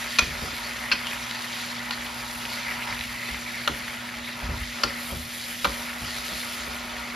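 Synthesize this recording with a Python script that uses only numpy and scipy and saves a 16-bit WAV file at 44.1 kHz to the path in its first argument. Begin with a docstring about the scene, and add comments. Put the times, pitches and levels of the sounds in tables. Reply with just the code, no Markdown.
"""Wet zucchini slices fry throughout in a wide metal pan: oil and steam crackle as random pulses and
ringing bubbles, surging at each turn. From the start a spoon pushes the slices (coloured noise through
pan resonances) and bumps the pan on the hob (low modes); it knocks the rim (damped modes and noise)
from 0.19 s to 5.65 s. Oil spits from 0.84 s to 3.88 s; juice gurgles from about 2.6 s. Under it all
an electric hob hums over a fan, the hum's balance shifting from 4.8 s to 6 s; walls echo the taps."""
import sys
import numpy as np
from scipy import signal
from scipy.fft import rfft, irfft, next_fast_len
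from scipy.io import wavfile
from scipy.ndimage import uniform_filter1d, map_coordinates

SR = 44100
rng = np.random.default_rng(int(sys.argv[2]) if len(sys.argv) > 2 else 0)


def generate_wav(sig):
    """Save sig (samples, or channels by samples) to the path in sys.argv[1] as 16-bit PCM at SR."""
    pcm = np.round(np.clip(np.atleast_2d(sig).T, -1, 1) * 32767).astype(np.int16)
    wavfile.write(sys.argv[1], SR, pcm)


N = 315315

# low modes the rocking pan sets ringing, the strongest near 59 Hz a mode of the room: f/Hz, relative level/dB,
# undamped t60/s
LOW_MODES = [(43.7, -15, 0.3), (58.7, -0.5, 0.27), (87, -19, 0.11), (164, -12.5, 0.28)]
PUSH_S, EASE_S = 0.087, 0.047  # rise time, decay time constant


def frying():
    """Water boils off in the oil: big wet bubbles, plus small ones and fine spray surging with each turn."""
    # water boiling out of the heap: t/s, nominal level/dB
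    boiling = [(0.0, -34.5), (0.12, -36.5), (0.5, -39.5), (0.9, -36.5), (1.93, -37), (2.25, -40.5),
               (2.5, -38), (2.64, -35.5), (2.95, -36.5), (3.1, -37), (3.35, -38), (4.02, -38.5),
               (4.76, -40), (4.9, -37), (5.21, -43.5), (5.4, -40.5), (5.87, -39), (6.91, -41),
               (7.15, -37.5)]
    # slices landing wet side down: t/s, hold until they dry/s, oil sizzle/dB, nominal spray/dB
    turns = [(0.02, 0.2, -37, -45.5), (0.43, 0.34, -41.5, -48.5), (1.09, 0.29, -40.5, -48),
             (1.53, 0.12, -39, -47.5), (2.03, 0.036, -41, -50), (2.3, 0.2, -45, -44.5),
             (2.545, 0.087, -39.5, -57), (2.83, 0.29, -43.5, -49.5), (3.27, 0.49, -44, -49),
             (4.7, 0.23, -42.5, -53), (5.04, 0.1, -49, -42.5), (5.34, 0.45, -40.5, -44),
             (6.11, 0.48, -37.5, -44)]
    # big wet bubbles: f/Hz, relative density/dB
    bubbling_spectrum = [(700, -26), (1300, -6), (1600, -1), (2000, 1.5), (2400, -3), (3000, -9),
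                         (4500, -46), (9000, -30)]
    # oil sizzle: f/Hz, relative density/dB
    sizzle_spectrum = [(1200, -25), (2500, -3), (3300, 0), (4700, -.5), (5500, -4.5), (7000, -7),
                       (8500, -11), (11000, -22), (15000, -40)]
    # finest spray: f/Hz, relative density/dB
    spray_spectrum = [(5000, -20), (7500, -3), (9500, 1), (11000, .5), (12000, -2), (13500, -4.5),
                      (14300, -7), (15000, -18)]

    bubbling_db = np.interp(np.arange(N) / SR, *np.transpose(boiling))
    sizzle_surges, spray_surges = [], []
    for s, hold_s, sizzle_db, spray_db in turns:
        surge = swell(s, hold_s, rise_s=0.18, fall_s=0.23)
        sizzle_surges.append(amp(sizzle_db) * surge)
        spray_surges.append(amp(spray_db) * surge)
    # resting levels: slices lying still
    sizzle_gain = combined(-41.5, sizzle_surges)
    spray_gain = combined(-51, spray_surges)
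    flare = wobble(22.02)  # droplets meet the hot metal in clumps

    big = np.array([bubbles(2074, spread=0.1736, rate_hz=320, cycles=70, spread_db=3.5) for _ in range(2)])
    small = np.array([bubbles(3730, spread=0.2, rate_hz=300, cycles=270, spread_db=8.5) for _ in range(2)])
    bubbling = amp(-1.7) * crackle(bubbling_spectrum, rate_hz=700, spread_db=3.5, wash=0.7)
    bubbling += amp(-3.5) * big
    sizzle = crackle(sizzle_spectrum, rate_hz=1100, spread_db=2.0, wash=0.88)
    sizzle += amp(-9.0) * small
    spray = crackle(spray_spectrum, rate_hz=1600, spread_db=4.0, wash=1.0)
    return (amp(bubbling_db + 0.91 * flare) * patchy(bubbling, depth_db=1.0)
            + sizzle_gain * amp(0.69 * wobble(35)) * patchy(sizzle, depth_db=1.0)
            + spray_gain * amp(0.5 + 1.6 * flare) * spray)


def crackle(spectrum, rate_hz, spread_db, wash):
    """Bursting bubbles of uneven size, over the wash of countless smaller ones."""
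    size = amp(spread_db * np.minimum(rng.exponential(size=(2, N)), 4))
    pops = (rng.random((2, N)) < rate_hz / SR) * size * rng.choice([-1, 1], (2, N))
    return coloured(unit(pops) + wash * rng.standard_normal((2, N)), spectrum)


def bubbles(centre_hz, spread, rate_hz, cycles, spread_db):
    """Wet bubbles, each ringing for some cycles at its own pitch; rms 1."""
    count = int(rate_hz * N / SR)
    when, pitch, size, phase = rng.random((count, 4)).T[..., None]
    # most lie near the centre, a few far above
    hz = centre_hz * np.exp(spread * np.tan(2.2 * (pitch - 0.44)))
    k = np.arange(SR // 40)
    turns = hz * k / SR
    level_db = -spread_db * np.log(size + 0.079) - 60 * turns / cycles
    onset = 1 - np.exp(-turns / 2)
    waves = amp(level_db) * np.sin(2 * np.pi * (turns + phase)) * onset
    places = (when * N).astype(int) + k
    return unit(np.bincount(places.ravel(), waves.ravel(), N)[:N])


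def patchy(x, depth_db):
    """Each patch of the pan boils by itself: x under a random gain over pitch and time; rms 1."""
    z = signal.stft(x, nperseg=512)[2]
    field = rng.standard_normal(z.shape[1:])
    for _ in range(2):
        field = uniform_filter1d(field, size=6, axis=0)
        field = uniform_filter1d(field, size=9, axis=1)
    return unit(signal.istft(z * amp(depth_db * unit(field)), nperseg=512)[1][:, :N])


def gurgles():
    """Juice trapped under the heap boils in a run of distinct bubbles, all of much the same size."""
    # boiling juice: t/s, hold/s, level/dB
    runs = [(2.624, 0.073, -39), (3.197, 0.15, -40), (3.488, 0.15, -40)]
    juice = np.array([bubbles(2130, spread=0.082, rate_hz=130, cycles=70, spread_db=3.0) for _ in range(2)])
    return juice * sum(amp(db) * swell(s, hold_s, PUSH_S, EASE_S) for s, hold_s, db in runs)


def squirts():
    """A slice pressed on the metal lets out a squirt of steam, a narrow hiss around its own pitch."""
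    # squirts of steam: centre t/s, half-width at 1/e^2/s, level/dB, f/Hz
    jets = [(0.44, .04, -42, 5130), (0.65, 0.059, -40, 4470), (1.074, 0.065, -38, 3180),
            (1.93, 0.023, -36, 4350), (2.544, .028, -35.5, 4350), (2.828, 0.024, -35.5, 2700),
            (4.282, 0.11, -43, 3800), (4.568, 0.026, -44, 3800), (6.105, .03, -41, 3900)]
    out, t = np.zeros((2, N)), np.arange(-SR // 6, SR // 6) / SR
    for s, half_width_s, db, hz in jets:
        hiss = coloured(rng.standard_normal((2, len(t))), [(hz / 2, -45), (hz, 0), (hz * 2, -45)])
        steam = amp(db) * hiss * np.exp(-2 * (t / half_width_s) ** 2)
        add(out, s + t[0], steam[:, s + t >= 0])
    return out


def spits():
    """Larger drops burst singly, each a short pop centred on its own pitch."""
    # largest spits of oil: t/s, relative level/dB, f/Hz
    drops = [(0.8397, -28, 1850), (1.069, -19.5, 2860), (1.111, -22, 2530), (1.3115, -23.5, 2060),
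             (1.348, -23, 1800), (1.4422, -22, 1880), (2.7206, -21.5, 2210), (2.9259, -21, 2130),
             (3.2883, -20, 1980), (3.345, -19.5, 2060), (3.88, -19, 1910)]
    out, t = np.zeros((2, N)), np.arange(SR // 20) / SR
    for s, db, hz in drops:
        pop = np.sin(2 * np.pi * hz * t) * amp(-60 * t / 0.039)
        splash = burst([(hz / 2, -13), (hz, 0), (hz * 2, -13), (hz * 4, -30)], t, t60_s=0.024)
        add(out, s, amp(db) * (amp(-7) * pop + amp(-6) * splash))
    return out


def stirring():
    """Slices rub dully and the spoon's edge scrapes, in tiny jerks that ring the pan and shake it."""
    # spoon strokes: t/s, hold/s, nominal rubbing/dB, nominal scraping/dB
    strokes = [(0.0, 0.11, -41, -51), (0.34, 0.19, -39, -46), (0.62, 0.29, -40.5, -47),
               (1.026, 0.13, -39, -42), (1.203, 0.26, -50, -42.5), (1.524, 0.32, -42.5, -46.5),
               (1.894, 0.13, -43, -44), (2.05, 0.26, -42.5, -44), (2.38, 0.22, -42.5, -43.5),
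               (2.675, 0.097, -42, -43), (2.853, 0.066, -40, -40), (3.116, 0.64, -45, -50),
               (3.783, 0.5, -45.5, -48.5), (4.396, 0.15, -39.5, -47.5), (4.76, 0.38, -41, -60),
               (5.773, 0.15, -41, -46), (5.983, 0.67, -40, -66), (6.654, 0.52, -38.5, -52)]
    # modes of the loaded pan: f/Hz, relative level/dB, t60/s
    pan_modes = [(388, -7.5, 0.065), (596, -2.5, 0.033), (750, -1, 0.089), (853, 0, 0.069),
                 (939, 3.5, 0.14), (998, 3, 0.23), (1112, -1.5, 0.014), (1289, 3, 0.073), (1425, 0, 0.038)]
    # slices rubbing: f/Hz, relative density/dB
    rubbing_spectrum = [(200, -6.5), (500, 0), (700, -0.5), (950, -6), (1500, 1.5), (2500, 16.5),
                        (5000, -12)]
    # spoon's edge scraping: f/Hz, relative density/dB
    scraping_spectrum = [(500, -22), (800, -2.5), (960, 2.5), (1150, -7), (1400, -1), (2200, -7),
                         (4000, -20)]

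    # slices settle between strokes
    push = combined(-45.5, [amp(db) * swell(s, hold_s, PUSH_S, EASE_S) for s, hold_s, db, _ in strokes])
    # scraping dies away more slowly than rubbing
    drag = combined(-120, [amp(db) * swell(s, hold_s, PUSH_S, 0.09) for s, hold_s, _, db in strokes])

    def driven(x, modes):
        return unit(filtered(x, lambda hz: resonance(modes, hz)))

    rubbing = driven(crackle(rubbing_spectrum, rate_hz=500, spread_db=2.0, wash=0.96), pan_modes)
    scraping = driven(crackle(scraping_spectrum, rate_hz=250, spread_db=1.5, wash=0.84), pan_modes)
    rumble = coloured(rng.standard_normal((2, N)), [(100, -2), (300, -24)])
    shaking = driven(rumble, LOW_MODES)
    moving = amp(-1.04 + 0.99 * wobble(26)) * rubbing + amp(-14 + 2.3 * wobble(6.2)) * shaking
    return push * moving + drag * amp(1.4 * wobble(30)) * scraping


def resonance(modes, hz):
    """Gain of a body driven steadily: the shorter a mode rings, the wider its peak."""
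    power = 0
    for centre_hz, db, t60_s in modes:
        detuning = 2 * np.pi * t60_s * (hz - centre_hz) / np.log(1000)
        power = power + amp(2 * db) / (1 + detuning ** 2)
    return np.sqrt(power)


def knocks():
    """Wood hits the rim: a crack, the spoon's bending modes and a hollow clack that the food soon damps."""
    # blows and bounces: t/s, pan clack/dB, spoon's first, second, third mode/dB, crack/dB (all relative),
    # crack's upper edge f/Hz, spoon's pitch ratio as the grip shifts
    blows = [(0.1863, -26, -36, -21, -26, -17.5, 6300, 0.96),
             (0.1907, -25.5, -36, -10.5, -22, -18, 6600, 0.94),
             (0.9150, -36, -25.5, -23, -27, -32, 5400, 0.98), (0.917, -39, -24, -20, -23, -31, 5400, 1.05),
             (0.9208, -41, -31, -20, -24, -35, 5400, 0.96), (0.9247, -37, -25.5, -18.5, -22, -27, 5630, 1),
             (0.932, -34, -42, -28, -30, -35, 4300, 1.2), (1.908, -35, -36, -46, -33, -28, 4400, 1.04),
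             (3.6758, -21.5, -30, -39, -38, -19.5, 4250, .92),
             (4.8344, -30.5, -33, -26, -24, -35, 8000, 1.16),
             (4.8361, -22, -31, -27, -19, -28.5, 8600, 1.02),
             (5.6451, -20, -27, -24, -38, -23.5, 4300, 1.02),
             (5.6514, -20.5, -27, -30, -34, -26, 4500, 0.87)]
    # rim modes: f/Hz, relative level/dB, t60/s
    rim_modes = [(568, -11, 0.12), (1090, -6.5, 0.035), (1274, -1.5, 0.033), (1402, 1.5, 0.042),
                 (2090, -18, 0.035), (2830, -7, 0.036), (3390, -8.5, 0.053), (4090, -7.5, 0.04)]
    # spoon's bending modes: nominal f/Hz, relative level/dB, t60/s before the hand's damping
    spoon_modes = [(1490, 1, .055), (2340, -3, .018), (2520, -3, .022), (2620, 0, .036), (4230, -3, .032),
                   (4420, -2, .04), (4750, -3, .028), (4980, -6, .025)]
    # pan clack: f/Hz, relative density/dB
    clack_spectrum = [(150, -10), (500, -4), (750, -2.5), (1000, 5), (1250, 4.5), (1430, 7), (1700, -1),
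                      (2300, -3.5), (3200, -23.5)]
    # crack: f/Hz, relative density/dB
    crack_spectrum = [(400, -13), (1000, -2), (1800, -6.5), (3100, 0.5), (4200, -1), (5200, -3.5),
                      (6100, -0.5), (9000, -6), (15000, -20)]

    out, t = np.zeros((2, N)), np.arange(SR // 3) / SR
    for s, pan_db, first_db, second_db, third_db, crack_db, edge_hz, grip in blows:
        # weight rings the rim's low modes, sharpness the high ones
        blow = [(1500, pan_db), (2800, crack_db)]
        rung = [(hz, db + along(blow, hz), t60_s) for hz, db, t60_s in rim_modes]
        rim = amp(3.5) * ring(rung, t, scatter_db=0.5)
        clack = amp(pan_db + 1.5) * burst(clack_spectrum, t, t60_s=0.065)
        # where the spoon is struck decides which of its modes speak
        struck = [(1500, first_db), (2300, second_db), (2900, second_db), (4200, third_db)]
        bent = [(hz * grip, db + along(struck, hz), t60_s) for hz, db, t60_s in spoon_modes]
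        hand = amp(5 - 60 * t / 0.32)  # the hand damps the spoon
        wood = hand * ring(bent, t, scatter_db=0.4)
        # a softer contact takes the top off the crack; a 1 ms snap leads its decay
        contact = [(edge_hz, 0), (edge_hz * 1.1, -10)]
        noise = filtered(burst(crack_spectrum, t, t60_s=0.042), lambda hz: amp(along(contact, hz)))
        crack = amp(crack_db + 4) * noise * (1 + np.exp(-t / 0.001))
        add(out, s, (rim + clack + wood + crack) * (1 - np.exp(-t / 0.00031)))
    return out


def ring(modes, t, scatter_db):
    """Damped modes, struck at slightly new strengths, on two paths to the microphone."""
    hz, db, t60_s = np.transpose(modes)[..., None]
    level_db = db + scatter_db * rng.standard_normal((2, len(modes), 1))
    phase = rng.uniform(0, 2 * np.pi, level_db.shape)
    return np.sum(amp(level_db - 60 * t / t60_s) * np.sin(2 * np.pi * hz * t + phase), axis=1)


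def ticks():
    """A light touch of the spoon's edge on metal gives only a dry click of a few cycles, with grit."""
    # touches: t/s, relative level/dB, f/Hz
    touches = [(1.311, -23, 3600), (2.4533, -23, 2600), (2.992, -25, 3300), (3.0095, -16, 2870),
               (5.671, -27, 4200)]
    out, t = np.zeros((2, N)), np.arange(SR // 50) / SR
    for s, db, hz in touches:
        click = np.sin(2 * np.pi * hz * t) * amp(-60 * t / 0.011)
        grit_spectrum = [(hz / 3, -20), (hz * 0.72, -1), (hz * 1.2, 0), (hz * 1.8, -20), (hz * 4, -36)]
        grit = burst(grit_spectrum, t, t60_s=0.015)
        add(out, s, amp(db) * (amp(-8) * click + amp(-2) * grit))
    return out


def bumps():
    """Pushed or knocked by the spoon, the pan rocks and judders on the hob; turned slices flop back."""
    # bumps: nominal t/s, relative level/dB, slap relative to the bump/dB
    jolts = [(0.196, -38, 5), (0.223, -23.5, -7), (0.275, -29.5, -3), (0.297, -23, -22), (0.425, -28, 1),
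             (0.53, -45, 9), (0.929, -38, 5), (2.906, -28, -24), (3.31, -29, -28), (3.698, -30, 4.5),
             (4.438, -25, -15), (4.494, -21, -7), (4.529, -23, -15), (4.618, -28.5, -22), (4.846, -33.5, 8),
             (5.121, -27.5, 0), (5.149, -22.5, -23), (5.661, -35, 7.5), (5.679, -26.5, -12),
             (6.022, -26.5, -8), (6.319, -35, 0.5), (6.678, -35, 0)]
    # slices slapping down: f/Hz, relative density/dB
    slap_spectrum = [(60, -11), (170, 4.5), (350, 2), (700, -4), (1500, -36), (4000, -45)]
    judder_spectrum = [(25, 2), (50, 17.5), (80, 15.0), (150, 6.0), (300, -29.5)]
    out, t = np.zeros((2, N)), np.arange(SR // 2) / SR
    # a soft push sets the rocking modes off together; the hand on the handle damps them
    rocking = sum(amp(db - 60 * t / t60_s) * np.sin(2 * np.pi * hz * t) for hz, db, t60_s in LOW_MODES)
    thud = amp(-1) * rocking * (1 - np.exp(-t / 0.01)) * amp(-60 * t / 0.54)
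    for s, db, slap_db in jolts:
        judder = amp(-10.5) * burst(judder_spectrum, t, t60_s=0.48)
        slap = amp(slap_db - 5.5) * burst(slap_spectrum, t, t60_s=0.23) * (1 - np.exp(-t / 0.0015))
        add(out, s - 0.004, amp(db) * (thud + judder + slap))
    return out


def kitchen(x):
    """The tiled walls answer after 4 ms with decaying noise; the treble dies first."""
    # reverberation: f/Hz, t60/s
    decay = [(150, 0.99), (1500, 0.25), (5000, 0.33), (14000, 0.071)]
    hz, t, z = signal.stft(rng.standard_normal((2, SR // 2)), SR, nperseg=256)
    fading = z * amp(-60 * t / along(decay, hz)[:, None])
    tail = signal.istft(fading, SR, nperseg=256)[1]
    tail = np.pad(tail, ((0, 0), (SR // 250, 0)))
    return signal.fftconvolve(x, tail / np.linalg.norm(tail[0]), axes=1)[:, :N]


def hob():
    """The hob hums over its cooling fan; the hum's balance shifts as the microphone draws back."""
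    # mains lines: f/Hz, nominal level close up/dB, nominal level a step further back/dB
    lines = [(120.7, -53.5, -61), (240.2, -44.5, -44.5), (350, -63.5, -65)]
    # fan: f/Hz, relative density/dB
    fan_spectrum = [(20, -25), (45, -7), (100, 0), (150, -0.5), (190, -2.5), (225, 6.5), (300, -6),
                    (450, -10.5), (600, -3.5), (1500, -16), (6000, -21)]
    t = np.arange(N) / SR
    back = np.interp(t, [4.8, 6], [0, 1])
    hum = 0
    for hz, near_db, far_db in lines:
        level_db = near_db + back * (far_db - near_db) + 1.44 * wobble(3.35)
        hum = hum + amp(level_db) * np.sqrt(2) * np.sin(2 * np.pi * hz * t + 0.054 * wobble(7.9))
    fan = amp(-47.5) * coloured(rng.standard_normal((2, N)), fan_spectrum)
    return hum * amp([[-1.1], [1.1]]) + ports(fan)  # hum leans right


def ports(pair):
    """Two unrelated signals become left and right: alike in the bass, out of step in the treble."""
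    # left-right likeness: f/Hz, correlation before the lag
    alike = [(60, .997), (130, .96), (300, .9), (600, .75), (1200, .7), (1580, .05), (1850, .9), (3000, .9),
             (4500, .97), (6500, .78), (8400, .95), (10000, .8), (12000, .95), (13700, .65), (15000, .95)]
    # lag of the left port: f/Hz, phase/rad
    lag = [(20, 0), (5100, 0), (5800, .9), (6900, 1.2), (8300, 3.1), (11200, 6.2), (12700, 6.3),
           (14700, 9.4)]

    def blend(hz):
        angle = np.arccos(np.clip(along(alike, hz), -1, 1)) / 2
        return np.array([np.cos(angle), np.sin(angle)])

    shared, apart = filtered(pair, blend)
    sides = np.array([shared + apart, shared - apart])
    return filtered(sides, lambda hz: np.exp(0.5j * along(lag, hz) * np.array([[-1], [1]])))


def amp(db):
    """Decibels to gain."""
    return 10 ** (np.asarray(db) / 20)


def unit(x):
    """x at rms 1."""
    return x / np.sqrt(np.mean(x ** 2) + 1e-20)


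def along(points, hz):
    """(Hz, value) points read on a log axis."""
    f, v = np.transpose(points)
    return np.interp(np.log(hz + 1), np.log(f + 1), v)


def wobble(rate_hz):
    """A smooth random curve through rate_hz knots a second."""
    knots = rng.standard_normal(int(N * rate_hz / SR) + 4)
    return map_coordinates(knots, [np.arange(N) * rate_hz / SR])


def filtered(x, response):
    """x times a response of frequency."""
    n = x.shape[-1]
    m = next_fast_len(n + 8192)
    return irfft(rfft(x, m) * response(np.fft.rfftfreq(m, 1 / SR)), m)[..., :n]


def coloured(x, spectrum):
    """x shaped by the given spectrum, at rms 1."""
    return unit(filtered(x, lambda hz: amp(along(spectrum, hz))))


def burst(spectrum, t, t60_s):
    """A dying puff of coloured noise."""
    return coloured(rng.standard_normal((2, len(t))), spectrum) * amp(-60 * t / t60_s)


def swell(s, hold_s, rise_s, fall_s):
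    """Gain that rises up to time s, holds, then dies away with time constant fall_s."""
    t = np.arange(N) / SR - s
    return np.clip(1 + t / rise_s, 0, 1) * np.exp(-np.maximum(t - hold_s, 0) / fall_s)


def combined(rest_db, gains):
    """Joint gain of unrelated sounds over a resting level."""
    return np.sqrt(amp(rest_db) ** 2 + sum(gain ** 2 for gain in gains))


def add(track, s, sound):
    """Mix a sound into a track at time s."""
    part = track[..., max(round(s * SR), 0):][..., :sound.shape[-1]]
    part += sound[..., :part.shape[-1]]


def scene():
    """Pan and spoon in the kitchen, over the hob; only the taps and spits echo."""
    taps = knocks() + ticks() + spits()
    pan = frying() + gurgles() + squirts() + stirring() + bumps()
    return ports(pan + taps + amp(-12) * kitchen(taps)) + hob()


def record(dry):
    """The microphone sheds the deepest rumble; nothing passes above the band limit."""
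    low_hz, top_hz = 36.3, 15070

    def response(hz):
        ratio = hz / low_hz
        return (hz < top_hz) * ratio ** 4 / np.sqrt(1 + ratio ** 8)

    return filtered(dry, response)


dry = scene()
out = record(dry)
generate_wav(out)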